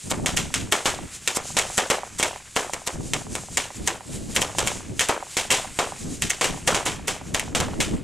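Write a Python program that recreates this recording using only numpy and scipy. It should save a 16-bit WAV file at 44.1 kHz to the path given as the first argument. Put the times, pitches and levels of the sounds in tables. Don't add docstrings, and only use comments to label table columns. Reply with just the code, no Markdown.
import sys
import numpy as np
from scipy import signal
from scipy.fft import rfft, irfft
from scipy.io import wavfile
from scipy.ndimage import uniform_filter1d

SR = 44100
rng = np.random.default_rng(int(sys.argv[2]) if len(sys.argv) > 2 else 0)


def wav_record(signal):
    frames = np.transpose(np.atleast_2d(signal))
    bounded = np.clip(frames, -1, 1)
    quanta = np.round(bounded * 32767).astype(np.int16)
    wavfile.write(sys.argv[1], SR, quanta)


N = 354123

# (t/s, level/dB)
FUSE_BURN = [(0.15, -41.5), (1.1, -39.5), (1.65, -36), (2.08, -42.5), (2.4, -40.5), (3.45, -39.5),
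             (3.8, -38.5), (4.3, -39.5), (5.25, -40.5), (6.1, -36.5), (7.0, -43.5), (8.0, -44)]
# (start t/s, hold length/s, level/dB)
WIND_GUSTS = [(0.035, 0.25, -30), (0.304, 0.17, -31), (0.546, 0.068, -27.5), (0.857, 0.18, -36),
              (1.36, 0.32, -43.5), (2.094, 0.19, -43), (2.58, 0.21, -47), (2.918, 0.41, -34),
              (3.348, 0.28, -41.5), (3.744, 0.1, -29.5), (4.045, 0.35, -34), (4.542, 0.44, -35.5),
              (5.38, 0.62, -43), (5.989, 0.26, -31.5), (6.426, 0.7, -35.5), (7.184, 0.42, -36),
              (7.47, 0.28, -32), (7.717, 0.26, -29)]
# (end t/s, length/s, level/dB)
GAS_SPITS = [(0.112, 0.016, -17.5), (0.37, 0.0092, -19), (0.72, 0.006, -22), (0.853, 0.0074, -26),
             (1.373, 0.031, -16.5), (1.555, 0.0073, -32), (1.775, 0.0024, -13), (2.194, 0.014, -19.5),
             (2.561, 0.0054, -21), (2.745, 0.023, -26), (2.874, 0.013, -21.5), (3.873, 0.018, -27.5),
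             (4.358, .015, -20.5), (4.416, 0.0083, -20), (4.672, 0.022, -27), (5.089, 0.0045, -12),
             (6.222, 0.0086, -25), (6.302, 0.0075, -16), (6.676, 0.011, -22), (6.859, 0.0075, -19),
             (7.08, 0.01, -21.5), (7.345, 0.0056, -20), (7.804, 0.0064, -27)]
# (t/s, pressure pulse level/dB, crack level/dB, scattered tail level/dB, length of the push/s)
BURSTS = [(0.1145, 0, -1, -15, 0.00021), (0.2606, -3, 4.5, 0.5, 0.00026), (0.372, -7.5, 6.5, 1, 0.00036),
          (.541, -10, 5.5, 0, 0.00029), (0.7230, 3.5, 12, 3, 0.00014), (0.8567, 2, -2, 4.5, 0.00023),
          (1.2757, -4, 10.5, -2.5, 0.000086), (1.3716, -6, -20, -12.5, 0.00041),
          (1.5682, 1.5, 2.5, 4.5, 0.00024), (1.588, -4, 11, -6, 0.00018), (1.7790, 4, 10.5, 1, 2e-4),
          (1.9012, 6, 5, 2.5, 0.00022), (2.1983, -2.5, -1, -1.5, 0.00032), (2.228, 1, 8.5, 0, 2e-4),
          (2.5636, 5.5, 0, -1, 0.00018), (2.7352, -4, -5, -18, 0.00019), (2.875, -2, 0.5, -13, 0.00017),
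          (3.1351, -2, 5, -6.5, 0.00012), (3.3533, -6, -3, -16, 0.00024), (3.572, -2.5, 11, 0.5, 0.0002),
          (3.8753, 0.5, 9.5, -4.5, 0.00012), (4.363, -2, 11, -0.5, 0.00023), (4.418, 1, 6, -6.5, 0.00024),
          (4.426, -21, -4, -15, 1.5e-4), (4.5846, 0.5, 4, 1.5, 0.00029), (4.6735, -3.5, 5, -3, 0.000073),
          (4.994, -12, 9, 0, 0.00016), (5.008, -6.5, 4.5, 0.5, 0.00018), (5.094, 6, -7, -4.5, 0.00021),
          (5.3688, 0, 2.5, 3, 0.00022), (5.5044, -9, 5, 5, 0.00023), (5.5142, 2, 8, -7, 0.00022),
          (5.522, -0.5, 2, 4, 0.00017), (5.7894, 5, 0, -1, 0.00021), (6.2215, -14, 3.5, 1, 0.00021),
          (6.304, -10, 8, -5, 0.00013), (6.4114, 0.5, 1.5, 2, 0.00019), (6.4428, -0.5, 2, 0.5, 2e-4),
          (6.6757, 6.5, 7, 4, 0.00015), (6.746, 4, -1, 0.5, 0.00015), (6.8628, -1.5, -3.5, 0.5, 0.00018),
          (7.081, -1.5, 1, 0, 0.00018), (7.3464, 0.5, 4.5, -2.5, 0.00015),
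          (7.3964, -23, 1.5, -10.5, 0.00014), (7.5496, -2, -1.5, 3, 0.00023),
          (7.6022, 2.5, -0.5, -6.5, 0.00017), (7.8034, -7, 1, 2, 0.00025)]
# (f/Hz, level/dB, time to fall 60 dB/s)
BODY_MODES = [(419, 6, 0.24), (558, 18.5, 0.17), (780, 2.5, 0.25), (937, -10, 0.9), (1016, 25.5, 0.22),
              (1440, 13, 0.035), (1730, 3, .12), (2237, 28, 0.1), (2930, -12, 0.79)]
# (delay t/s, level/dB, centre f/Hz, width/Hz)
REFLECTIONS = [ (.0022, -9.5, 2600, 6300), (.0033, -4, 7460, 10100), (.0076, -4, 2130, 3800),
               (.0079, -5.5, 6600, 5940), (.0117, -4.5, 780, 1180), (.0155, -5.5, 540, 780),
               (.0196, -6, 810, 1000), (.0265, -26, 2110, 1920), (.0292, -9.5, 1580, 1820),
               (.0313, -5, 770, 750), (.0830, -4, 690, 485), (.1323, -5, 830, 530), (.1373, -12, 676, 500),
               (.1740, -19, 860, 565)]
# (f/Hz, level/dB)
FUSE_SPECTRUM = [(300, -18), (1000, -17), (2500, -9.5), (4400, -9), (5600, -7), (7300, 0), (8800, -4),
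                 (11000, -10.5), (13000, -21), (16000, -28)]
# (f/Hz, level/dB)
WIND_SPECTRUM = [(20, 1.5), (45, -1), (100, 1.5), (170, -1), (260, -7), (400, -12), (700, -20.5),
                 (1400, -37), (4000, -49.5)]
# (f/Hz, level/dB)
JET_SPECTRUM = [(300, -16), (1000, -1.5), (3000, -3), (4500, -1.5), (7200, 6), (10000, 3), (16000, -15.5)]
# (f/Hz, level/dB)
CRACK_SPECTRUM = [(150, -22), (700, -7), (1300, 1), (1900, 9), (3200, 8), (4500, -0.5), (7300, 8.5),
                  (10000, 2.5), (13000, -2), (16000, -19.5)]
# (f/Hz, level/dB)
THUD_SPECTRUM = [(60, -23.5), (200, -13), (420, 0), (900, -2.5), (1500, -5.5), (3000, -15), (8000, -47)]
# (f/Hz, level/dB)
SCATTER_SPECTRUM = [(200, -27), (700, -3.5), (1300, -1), (2200, 4.5), (3200, 7), (4500, 0.5), (6000, 4.5),
                    (7500, 6), (9500, -0.5), (12000, -9), (16000, -19)]
# (f/Hz, level/dB)
FOREST_SPECTRUM = [(100, 6), (400, -9), (900, -1), (2500, 2.5), (5000, -12), (12000, -58)]

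GUST_ATTACK_S, GUST_RELEASE_S = 0.019, 0.057
BREEZE_DB, STRONG_GUST_DB = -50, -27
TOP_HZ = 15800
TIME = np.arange(N) / SR
SIDES = np.array([[1], [-1]])


def gain(db):
    return 10 ** (np.asarray(db) / 20)


def unit(x):
    return x / np.sqrt(np.mean(x ** 2))


def unit_energy(x):
    return unit(x) / np.sqrt(x.shape[-1])


def curve(rows):
    return np.interp(TIME, *np.transpose(rows))


def convolve(x, response):
    full = signal.fftconvolve(np.atleast_2d(x), np.atleast_2d(response), axes=-1)
    return full[:, :x.shape[-1]]


def colour(x, points, size=2048):
    hz, db = np.transpose(points)
    bins = np.maximum(np.arange(size // 2 + 1) * SR / size, 1)
    magnitude = gain(np.interp(np.log(bins), np.log(hz), db))
    cepstrum = irfft(np.log(magnitude))
    cepstrum[1:size // 2] *= 2
    cepstrum[size // 2 + 1:] = 0
    return convolve(x, irfft(np.exp(rfft(cepstrum))))


def band(x, hz, width):
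    b, a = signal.iirpeak(hz, hz / width, fs=SR)
    return signal.lfilter(b, a, x)


def stereo_noise(count, side_db):
    mid, side = rng.standard_normal((2, count))
    return unit(mid + gain(side_db) * side * SIDES)


def walk(rate):
    hold = max(int(SR / rate), 1)
    steps = np.repeat(rng.standard_normal(N // hold + 1), hold)
    smooth = uniform_filter1d(uniform_filter1d(steps, hold), hold)
    return unit(smooth[:N])


def add(track, s, sound):
    i = max(int(s * SR), 0)
    track[..., i:i + sound.shape[-1]] += sound[..., :N - i]


def fuse(trim_db=-1, flicker_db=2.96, spark_db=1.0):
    sparks = rng.standard_normal(N) * gain(spark_db * walk(1200))
    hiss = colour(sparks, FUSE_SPECTRUM)
    shifts = sum((gain(1.8 * walk(4)) - 1) * band(hiss, hz, 1800) for hz in (6200, 8600))
    level_db = trim_db + curve(FUSE_BURN) + flicker_db * walk(23)
    return unit(hiss + shifts) * gain(level_db)


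def swell(start, length, attack, release):
    age = np.maximum(TIME - start, 0)
    rise = 1 - np.exp(-age / attack)
    return rise * np.exp(-np.maximum(age - length, 0) / release)


def airflow(wander_db=3.5, lump_db=1.4):
    gusts = sum((gain(db) * swell(start, length, GUST_ATTACK_S, GUST_RELEASE_S)) ** 2
                for start, length, db in WIND_GUSTS)
    breeze = gain(BREEZE_DB + wander_db * walk(1.9)) ** 2
    lumps = gain(lump_db * walk(22)) ** 2
    return 10 * np.log10(breeze + gusts * lumps)


def wind(trim_db=-4, flutter_db=2.0, eddy_db=-0.5, eddy_growth=1.57, eddy_hz=215, eddy_width=240):
    gust_db = airflow()
    rumble = unit(colour(stereo_noise(N, side_db=-9.5), WIND_SPECTRUM)) * gain(trim_db + gust_db)
    eddy_noise = stereo_noise(N, side_db=0.0)
    eddies = unit(band(band(eddy_noise, eddy_hz, eddy_width), eddy_hz, eddy_width))
    eddy_level = gain(eddy_db + STRONG_GUST_DB + eddy_growth * (gust_db - STRONG_GUST_DB))
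    return (rumble + eddies * eddy_level) * gain(flutter_db * walk(70))


def spits(trim_db=-6, grit_db=3.0):
    jets = np.zeros(N)
    for end, length, jet_db in GAS_SPITS:
        ramp = np.linspace(0, 1, max(int(length * SR), 2))
        add(jets, end - length, gain(jet_db) * ramp)
    gas = rng.standard_normal(N) * gain(grit_db * walk(4000))
    return gain(trim_db) * jets * unit(colour(gas, JET_SPECTRUM)[0])


def blasts(pulse_db=-2, crack_s=0.00091, crack_db=1.0, tear_db=-4):
    t = TIME[:1024]
    direct = np.zeros(N)
    for s, push_db, snap_db, _, push_s in BURSTS:
        age = t / push_s
        pulse = (1 - age) * np.exp(-age)
        tear = gain(tear_db) * unit_energy(rng.standard_normal(len(t)) * np.exp(-t / crack_s))
        click = t == 0
        crack = unit_energy(colour(tear + click, CRACK_SPECTRUM)[0])
        add(direct, s, gain(pulse_db + push_db) * pulse + gain(crack_db + snap_db) * crack)
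    return direct


def ports(x, side_db=-8, hz=7300, width=2600):
    bent = np.gradient(band(x, hz, width))
    return x + gain(side_db) * bent * SIDES


def body(trim_db=-20):
    t = TIME[:SR // 4]
    rings = sum(gain(mode_db - 60 * t / t60) * np.sin(2 * np.pi * hz * t)
                for hz, mode_db, t60 in BODY_MODES)
    return gain(trim_db) * unit_energy(rings)


def echoes(side_db=-10):
    response = np.zeros((2, SR // 4))
    click = 1. * (TIME[:512] == 0)
    for k, (delay, db, hz, width) in enumerate(REFLECTIONS):
        slap = band(band(click, hz, width), hz, width)
        lean = 1 + (-1) ** k * gain(side_db) * SIDES
        add(response, delay, gain(db) * slap * lean)
    return response


def wash(levels_db, fall, spectrum, side_db, grain_db, clump_db):
    power = np.zeros(N)
    for burst, db in zip(BURSTS, levels_db):
        add(power, burst[0], (gain(db) * fall) ** 2)
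    grains = stereo_noise(N, side_db) * gain(grain_db * walk(2500) + clump_db * walk(300))
    return np.sqrt(power) * unit(colour(grains, spectrum))


def verge(trim_db=-26, rise_s=0.0016, decay_s=0.049, tail_share=0.26):
    t = TIME[:SR // 2]
    fall = (1 - np.exp(-t / rise_s)) * np.exp(-t / decay_s)
    _, push_db, _, tail_db, _ = np.transpose(BURSTS)
    levels_db = push_db + tail_share * tail_db
    return gain(trim_db) * wash(levels_db, fall, THUD_SPECTRUM, side_db=-16, grain_db=2, clump_db=3)


def paving(trim_db=-15, early_s=0.0035, late_s=0.042, late_db=-6, rise_s=0.0033):
    t = TIME[:SR // 2]
    decay = np.exp(-t / early_s) + gain(late_db) * np.exp(-t / late_s)
    fall = (1 - np.exp(-t / rise_s)) * decay
    tail_db = np.array(BURSTS)[:, 3]
    scatter = wash(tail_db, fall, SCATTER_SPECTRUM, side_db=-18.5, grain_db=1.4, clump_db=1.43)
    return gain(trim_db) * scatter


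def forest(trim_db=-45, rise_s=0.011, decay_s=0.25):
    t = TIME[:2 * SR]
    fall = (1 - np.exp(-t / rise_s)) * np.exp(-t / decay_s)
    tail_db = np.array(BURSTS)[:, 3]
    roll = wash(tail_db, fall, FOREST_SPECTRUM, side_db=-16, grain_db=1.5, clump_db=3)
    return gain(trim_db) * roll


def scene(direct_db=5):
    burst = spits() + blasts()
    direct = gain(direct_db) * ports(burst)
    returned = convolve(burst, echoes() + body())
    return fuse() + wind() + direct + returned + verge() + paving() + forest()


def record(dry):
    ceiling = .62
    clipped = ceiling * np.tanh(dry / ceiling)
    toned = colour(clipped, [(20, -1), (60, 2.5), (8500, -2.5), (12000, -5), (16000, -12.0)])
    top_cut = signal.ellip(8, .2, 70, TOP_HZ, fs=SR, output="sos")
    return signal.sosfilt(top_cut, toned)


dry = scene()
out = record(dry)
wav_record(out)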